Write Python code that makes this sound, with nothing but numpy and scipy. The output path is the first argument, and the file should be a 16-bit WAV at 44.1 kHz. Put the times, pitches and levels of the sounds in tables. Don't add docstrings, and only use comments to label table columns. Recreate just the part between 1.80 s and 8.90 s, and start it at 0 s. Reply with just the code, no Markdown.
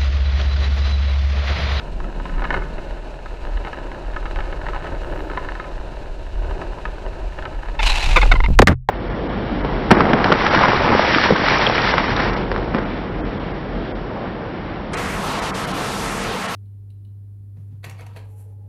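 import sys
import numpy as np
from scipy import signal
from scipy.fft import rfft, irfft
from scipy.io import wavfile
from scipy.ndimage import uniform_filter1d, map_coordinates

SR = 44100
rng = np.random.default_rng(int(sys.argv[2]) if len(sys.argv) > 2 else 0)


def unload_audio(sound):
    columns = np.transpose(np.atleast_2d(sound))
    steps = np.round(np.clip(columns, -1, 1) * 32767)
    wavfile.write(sys.argv[1], SR, steps.astype(np.int16))


N = 313110
T = np.arange(N) / SR

# centre in seconds, half length in seconds, level at the top in dB before buffeting.
GUSTS = [(0.575, 0.19, -22), (1.74, 0.085, -20), (2.66, 0.15, -23), (4.62, 0.1, -25), (6.082, 0.18, -20)]
# frequency in Hz, relative level in dB.
WIND_COLOUR = [(12, -8.5), (31, -0.5), (39, 5), (52, -8), (80, -15.5), (130, -34), (250, -38.5), (800, -83)]
# time in seconds, rumble level in dB before trim.
FLOOR_ROUGHNESS = [(0.0, -41), (0.6, -40), (0.78, -31), (0.81, -40), (1.23, -42), (2.98, -37.5),
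                   (3.41, -36.5), (4.56, -44.5), (4.66, -36.5), (5.95, -42)]
# frequency in Hz, relative level in dB.
RUMBLE_COLOUR = [(60, -1.5), (145, 1.5), (215, -7), (360, 1.5), (460, -2.5), (610, 1.5), (760, -6),
                 (950, -4.5), (1150, -18), (1600, -12.5), (2300, -38), (5000, -66), (15000, -73.5)]
# frequency in Hz, relative level in dB.
GRIT_COLOUR = [(400, -20), (950, 9.5), (1150, -1.5), (1750, 5), (2400, -20), (2900, -0.5), (3300, -29.5),
               (3900, -11), (5000, -41), (15000, -45)]
# centre in seconds, half length in seconds, shaking level in dB before trims.
PITTED_PATCHES = [(0.607, 0.14, -37), (1.812, 0.21, -41.5), (2.596, 0.076, -36), (3.014, 0.12, -35.5),
                  (3.6, 0.2, -39.5), (5.824, 0.28, -42.5)]
# frequency in Hz, relative level in dB.
HOLLOW_COLOUR = [(200, -30), (340, 3), (450, -11), (570, -7), (900, -23), (2500, -55)]
# start in seconds, short-term rms maximum in dB before trim.
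CLACKS = [(0.202, -22.5), (0.243, -23), (0.398, -23), (0.455, -18.5), (0.621, -14.5), (0.641, -16),
          (0.652, -14.5), (0.705, -9), (0.728, -16), (0.741, -10), (0.765, -17), (0.82, -24),
          (0.982, -23.5), (1.459, -22.5), (1.772, -22), (1.849, -20), (1.871, -19), (1.93, -19),
          (2.117, -21), (2.363, -17), (2.456, -16.5), (2.56, -19.5), (2.588, -16), (2.605, -19),
          (2.726, -20), (2.866, -15), (2.886, -16), (2.934, -16), (2.962, -16.5), (3.043, -20),
          (3.057, -18.5), (3.071, -22), (3.36, -26), (3.5, -18.5), (3.514, -19.5), (3.574, -11.5),
          (3.646, -21), (3.687, -18), (3.753, -20), (3.799, -16), (3.842, -22.5), (4.71, -18.5),
          (4.815, -21), (5.054, -12.5), (5.587, -17.5), (5.624, -21), (5.654, -17.5), (5.886, -20.5)]
# frequency in Hz, relative level in dB, t60 in seconds.
BOARD_MODES = [(381.5, -9.5, 0.087), (607, -6, 0.073), (830, 3, 0.041), (1023.5, 6, 0.045),
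               (1283, 4.5, 0.066), (1497, 5.5, 0.035), (1730, 9.5, 0.022), (2140, 0, 0.035),
               (2543, -8.5, 0.046), (2918, -9.5, 0.03), (3740, -9.5, 0.019)]
# frequency in Hz, relative level in dB.
SCRAPE_COLOUR = [(450, -12), (880, 6.5), (1150, -3), (2100, -1), (2700, 6.5), (3300, -4.5), (4000, 0),
                 (4900, -8), (7700, -14.5), (13000, -31), (15000, -41)]
# centre in seconds, half length in seconds, friction level in dB.
SKID_SURGES = [(6.037, 0.0068, -20.5), (6.07, 0.01, -20), (6.107, 0.0093, -21.5), (6.234, 0.012, -27),
               (6.304, 0.0033, -21), (6.742, .008, -42)]
# pitch at the centre in Hz before drift and jitter,
# level in dB against the scrape, centre in seconds, half length in seconds.
SQUEALS = [(2850, -4.5, 6.05, .07), (3980, 0.5, 6.095, 0.031), (2640, -1.5, 6.16, 0.023),
           (4100, -6, 6.23, .03)]
# start in seconds, length of the slipping in seconds, peak in dB,
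# starting slip rate in Hz before jitter, brightness in dB per octave.
CHIRPS = [(5.99, 0.022, -9.5, 893, 1), (6.359, 0.021, 0.5, 1259, -1.5), (6.366, 0.025, -3, 505.3, -4),
          (6.415, 0.013, -7.5, 1125, 10), (6.427, 0.015, -5, 853, -6), (6.514, 0.018, 0, 732.6, 4),
          (6.552, 0.016, -11.5, 1050, -6), (6.603, 0.0032, -6, 1017, -0.5), (6.637, 0.019, -11.5, 973, 1.5),
          (6.66, 0.0041, -10.5, 1030, 3)]
# frequency in Hz, relative level in dB, t60 in seconds,
# all before the scatter of each chirp.
WHEEL_MODES = [(528, -9, 0.031), (1016, 2, 0.017), (1400, 9, 0.01), (2133, 9.5, 0.011), (2540, -4, 0.011),
               (3570, -8, 0.018)]
# start in seconds, level in dB, starting pitch in Hz,
# time constant of the pitch fall in seconds, t60 in seconds, thud peak in dB before trim.
KNOCKS = [(6.455, -22, 1000, .014, .08, -25), (6.538, -14, 1400, .0025, 0.032, -12.5),
          (6.684, -14.5, 480, 0.0067, 0.036, -12.5), (6.703, -20.5, 483, 0.021, 0.16, -4),
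          (6.7897, 1.5, 1902, 0.0054, 0.14, -5), (6.8192, -6, 2600, .01, .03, -30),
          (6.822, -1, 800, .009, 0.07, -20), (6.872, -2, 2196, 0.024, 0.042, -2),
          (6.882, -4, 2225, .008, 0.023, -5.5), (6.893, -13.5, 663, .03, 0.088, 3.5),
          (7.088, -4.5, 1000, 0.019, 0.05, -33)]
# frequency in Hz, relative level in dB, t60 in seconds.
HOUSING_MODES = [(44.6, -8.5, 0.066), (83.3, 0, 0.18), (127.4, -3, 0.36), (164, 0.5, 0.089)]
# centre in seconds, half length in seconds, level in dB.
JUDDERS = [(6.806, 0.012, -19.5), (6.894, 0.017, -17), (6.918, .016, -18)]
# frequency in Hz, relative level in dB.
JUDDER_COLOUR = [(260, 3.5), (1800, -12), (2400, -20.5), (15000, -63.5)]

BREEZE_DB, TUMBLE_DB = -28, -10.5
TUMBLE_S, TUMBLE_RISE_S = 6.23, 0.052
AIR_FALL_S, AIR_FALL_DB_PER_S = 6.73, 96
LEAVE_S, LEAVE_DB_PER_S = 6.56, 73
COVERED_S, COVERED_DB_PER_S = 6.82, 296.5
SHAKING_DB, SHAKING_GROWTH_DB_PER_DB = -45.5, 0.79
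HOLLOW_S, HOLLOW_HALF_S, HOLLOW_DB = 3.36, 0.17, -33.5
CLACK_TILT_DB_PER_OCTAVE, CLACK_TILT_GROWTH_PER_DB = 4, 0.3
SKID_START_S, SKID_END_S, SKID_ATTACK_S = 5.992, 6.76, 0.053
SKID_DB, SKID_SLOW_DB_PER_S, SKID_DULL_DB_PER_S = -20.5, 23.5, 3.5
SKID_RELEASE_S, SKID_RELEASE_DB_PER_S, SCUFF_DB = 6.443, 126, -49
TOP_HZ = 15400


def undb(db):
    return 10 ** (np.asarray(db) / 20)


def curve(table):
    return np.interp(T, *np.transpose(table))


def unit(x):
    return x / np.sqrt(np.mean(x ** 2))


def peak(x, db):
    return x * undb(db) / np.abs(x).max()


def colour(x, points):
    hz, db = np.transpose(points)
    bins_hz = np.maximum(np.fft.rfftfreq(len(x), 1 / SR), 1)
    gain = undb(np.interp(np.log(bins_hz), np.log(hz), db))
    return unit(irfft(rfft(x) * gain, len(x)))


def soften(x, hz, order=2):
    return signal.sosfilt(signal.butter(order, min(hz, 0.45 * SR), fs=SR, output="sos"), x)


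def walk(rate_hz):
    k = int(SR / rate_hz)
    steps = np.repeat(rng.standard_normal(N // k + 1), k)
    return unit(uniform_filter1d(uniform_filter1d(steps, k), k)[:N])


def grains(rate_hz, spread_db):
    hits = rng.random(N) < rate_hz / SR
    signs = rng.choice([-1, 1], N)
    sizes = undb(spread_db * np.minimum(rng.exponential(size=N), 4))
    return hits * signs * sizes


def ring(modes, t, scatter_db=0, detune=0):
    hz, db, t60_s = np.transpose(modes)[:, :, None]
    size, shift = rng.standard_normal((2, len(hz), 1))
    envelopes = undb(db + scatter_db * size - 60 * t / t60_s)
    return np.sum(envelopes * np.sin(2 * np.pi * hz * (1 + detune * shift) * t), axis=0)


def tilted(modes, db_per_octave):
    lowest_hz = modes[0][0]
    return [(hz, db + db_per_octave * np.log2(hz / lowest_hz), t60_s) for hz, db, t60_s in modes]


def add(out, s, x):
    i = int(s * SR)
    out[i:i + len(x)] += x[:N - i]


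def after(s):
    return np.maximum(T - s, 0)


def swell(s, half_s):
    return np.exp(-((T - s) / half_s) ** 2)


def parting_db():
    return -LEAVE_DB_PER_S * after(LEAVE_S) - COVERED_DB_PER_S * after(COVERED_S)


def garage(x, wet_db=-13, low_t60_s=1.46, high_t60_s=0.74):
    t = T[:SR]
    noise = rng.standard_normal(len(t))
    low = soften(noise, 1900)
    decaying = low * undb(-60 * t / low_t60_s) + (noise - low) * undb(-60 * t / high_t60_s)
    tail = decaying * (t > 0.012)
    echo = signal.fftconvolve(x, tail / np.linalg.norm(tail))[:N]
    return echo * undb(wet_db + parting_db())


def air_strength():
    gusts = sum(undb(db) ** 2 * swell(s, half_s) for s, half_s, db in GUSTS)
    tumble = undb(TUMBLE_DB) * np.minimum(after(TUMBLE_S) / TUMBLE_RISE_S, 1)
    strength = np.sqrt(undb(BREEZE_DB) ** 2 + gusts + tumble ** 2)
    return strength * undb(-AIR_FALL_DB_PER_S * after(AIR_FALL_S))


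def wind(swing_limit=0.807, buffet_db=2.0):
    eddies = colour(rng.standard_normal(N), WIND_COLOUR)
    even = eddies / np.sqrt(uniform_filter1d(eddies ** 2, SR // 4))
    push = even * air_strength() * undb(buffet_db * walk(14))
    return swing_limit * np.tanh(push / swing_limit)


def hollow():
    drone = colour(grains(2000, 4.8), HOLLOW_COLOUR)
    return drone * undb(HOLLOW_DB) * swell(HOLLOW_S, HOLLOW_HALF_S)


def shaking(load_db):
    steady = undb(SHAKING_DB + SHAKING_GROWTH_DB_PER_DB * (load_db - load_db.mean()))
    flares = sum(undb(db) ** 2 * swell(s, half_s) for s, half_s, db in PITTED_PATCHES)
    return np.sqrt(steady ** 2 + flares)


def wheels(rumble_db=4, boom_db=-38, grit_db=-3.0, rattle_db=-5, hiss_db=-49, turn_hz=12.0, throb_db=2.5):
    load_db = curve(FLOOR_ROUGHNESS)
    turn_rate_hz = turn_hz * (1 + 0.0876 * walk(2.2))
    turn = np.sin(2 * np.pi * np.cumsum(turn_rate_hz) / SR)
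    rumble = colour(grains(2000, 3.0), RUMBLE_COLOUR) * undb(load_db + rumble_db + 1.6 * walk(35))
    boom = colour(grains(2000, 4.6), [(20, -34.0), (160, 7.5), (330, -2.0), (4000, -92)])
    boom *= undb(boom_db) * swell(0.536, 0.56)
    grit = colour(grains(400, 7.3), GRIT_COLOUR) * undb(grit_db)
    struck = signal.fftconvolve(grains(170, 4.5), ring(BOARD_MODES, T[:SR // 20]))[:N]
    rattle = unit(soften(struck, 4500)) * undb(rattle_db)
    crackle = (grit + rattle) * shaking(load_db) * undb(throb_db * turn)
    hiss_level_db = hiss_db + 0.3 * (load_db - load_db.mean()) + 1.23 * walk(90)
    hiss = colour(rng.standard_normal(N), SCRAPE_COLOUR) * undb(hiss_level_db)
    return (rumble + boom + crackle + hiss) * undb(parting_db())


def clacks(clack_db=-6.0, chatter_db=-17, chatter_t60_s=0.028, contact_hz=4300, crack_db=-4):
    out, t = np.zeros(N), T[:SR // 12]
    for s, db in CLACKS:
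        contact = undb(chatter_db - 60 * t / chatter_t60_s) * rng.standard_normal(len(t))
        contact[0] += 1
        tilt = CLACK_TILT_DB_PER_OCTAVE + CLACK_TILT_GROWTH_PER_DB * db
        modes = ring(tilted(BOARD_MODES, tilt), t, scatter_db=2, detune=0.02)
        ringing = unit(signal.fftconvolve(soften(contact, contact_hz, order=4), modes)[:len(t)])
        crack = colour(rng.standard_normal(len(t)), GRIT_COLOUR) * undb(-60 * t / chatter_t60_s)
        clack = ringing + undb(crack_db) * unit(soften(crack, contact_hz))
        loudest_rms = np.sqrt(uniform_filter1d(clack ** 2, size=128).max())
        add(out, s, clack / loudest_rms * undb(db + clack_db))
    return out


def judders():
    strength = sum(undb(db) * swell(s, half_s) for s, half_s, db in JUDDERS)
    return colour(grains(1500, 2.3), JUDDER_COLOUR) * strength


def knocks(rough_db=-3.0, thud_db=-2, snap_db=-12, snap_t60_s=0.04, lowest_hz=70):
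    out, t = np.zeros(N), T[:SR // 3]
    for s, db, hz, fall_s, t60_s, low_db in KNOCKS:
        cycles = np.cumsum(lowest_hz + (hz - lowest_hz) * np.exp(-t / fall_s)) / SR
        rough = colour(rng.standard_normal(len(t)), [(hz / 2, -5), (hz, 0), (hz * 2, -11), (hz * 10, -44)])
        diving_noise = np.interp(cycles / hz, t, rough)
        body = np.sin(2 * np.pi * cycles) + undb(rough_db) * diving_noise
        snap = rough * undb(snap_db - 60 * t / snap_t60_s)
        onset = 1 - np.exp(-(2 * hz * t) ** 2)
        blow = (body * undb(-60 * t / t60_s) + snap) * onset
        thud = peak(ring(HOUSING_MODES, t), low_db + thud_db)
        add(out, s, blow * undb(db) + thud)
    return out


def chirps(sag=0.06, jitter=0.04, rasp=0.083, contact_hz=4500, droop_per_s=3.0):
    out = np.zeros(N)
    for s, length_s, db, start_hz, bright_db_per_octave in CHIRPS:
        u = np.linspace(0, 1, int(length_s * SR))
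        rate_hz = start_hz * (1 - sag * u) * (1 + jitter * walk(700)[:len(u)])
        pulses = np.diff(np.floor(np.cumsum(rate_hz) / SR), prepend=-1) - rate_hz / SR
        slips = pulses + rasp * rng.standard_normal(len(u))
        pressure = np.minimum(u / 0.11, 1) * (1 - u) ** 0.43
        modes = tilted(WHEEL_MODES, bright_db_per_octave)
        wheel = ring(modes, T[:SR // 40], scatter_db=2.0, detune=0.01)
        chirp = signal.fftconvolve(slips * pressure, wheel)
        t = T[:len(chirp)]
        droop = droop_per_s * (s < LEAVE_S)
        warped = np.interp(t * (1 - droop * (t - length_s) / 2), t, chirp)
        add(out, s, peak(soften(warped, contact_hz, order=3), db))
    return out


def skid_friction():
    age_s = after(SKID_START_S)
    fall_db = SKID_SLOW_DB_PER_S * age_s + SKID_RELEASE_DB_PER_S * after(SKID_RELEASE_S)
    steady = undb(SKID_DB - fall_db) + undb(SCUFF_DB)
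    bite = 1 - np.exp(-age_s / SKID_ATTACK_S)
    surges = sum(undb(db) ** 2 * swell(s, half_s) for s, half_s, db in SKID_SURGES)
    return np.sqrt((steady * bite) ** 2 + surges)


def skid(judder_db=2.0, squeal_drift=0.012, squeal_jitter=0.04, squeal_swing_db=3,
         squeal_fall_per_s=0.4, wander=0.045):
    flexed = np.cumsum(1 + wander * walk(30))
    rush = map_coordinates(colour(grains(2200, 2.3), SCRAPE_COLOUR), [flexed], mode="mirror")
    for hz, db, s, half_s in SQUEALS:
        unsteady = squeal_drift * walk(40) + squeal_jitter * walk(900)
        pitch_hz = hz * (1 + unsteady - squeal_fall_per_s * (T - s))
        level = undb(db + squeal_swing_db * walk(150)) * swell(s, half_s)
        rush = rush + np.sin(2 * np.pi * np.cumsum(pitch_hz) / SR) * level
    scrape = rush * skid_friction() * undb(judder_db * walk(260))
    body = soften(scrape, 4500, order=1)
    treble = (scrape - body) * undb(-SKID_DULL_DB_PER_S * after(SKID_START_S))
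    sliding = (T > SKID_START_S) * (T < SKID_END_S)
    return sliding * (body + treble)


def scene():
    board = wheels() + hollow() + clacks() + skid()
    direct = chirps() + knocks() + judders() + wind()
    return (board + garage(board) + direct)[None]


def record(dry):
    clipped = np.clip(dry, -0.95, 0.95)
    return signal.sosfilt(signal.ellip(8, 0.2, 70, TOP_HZ, fs=SR, output="sos"), clipped)


dry = scene()
out = record(dry)
unload_audio(out)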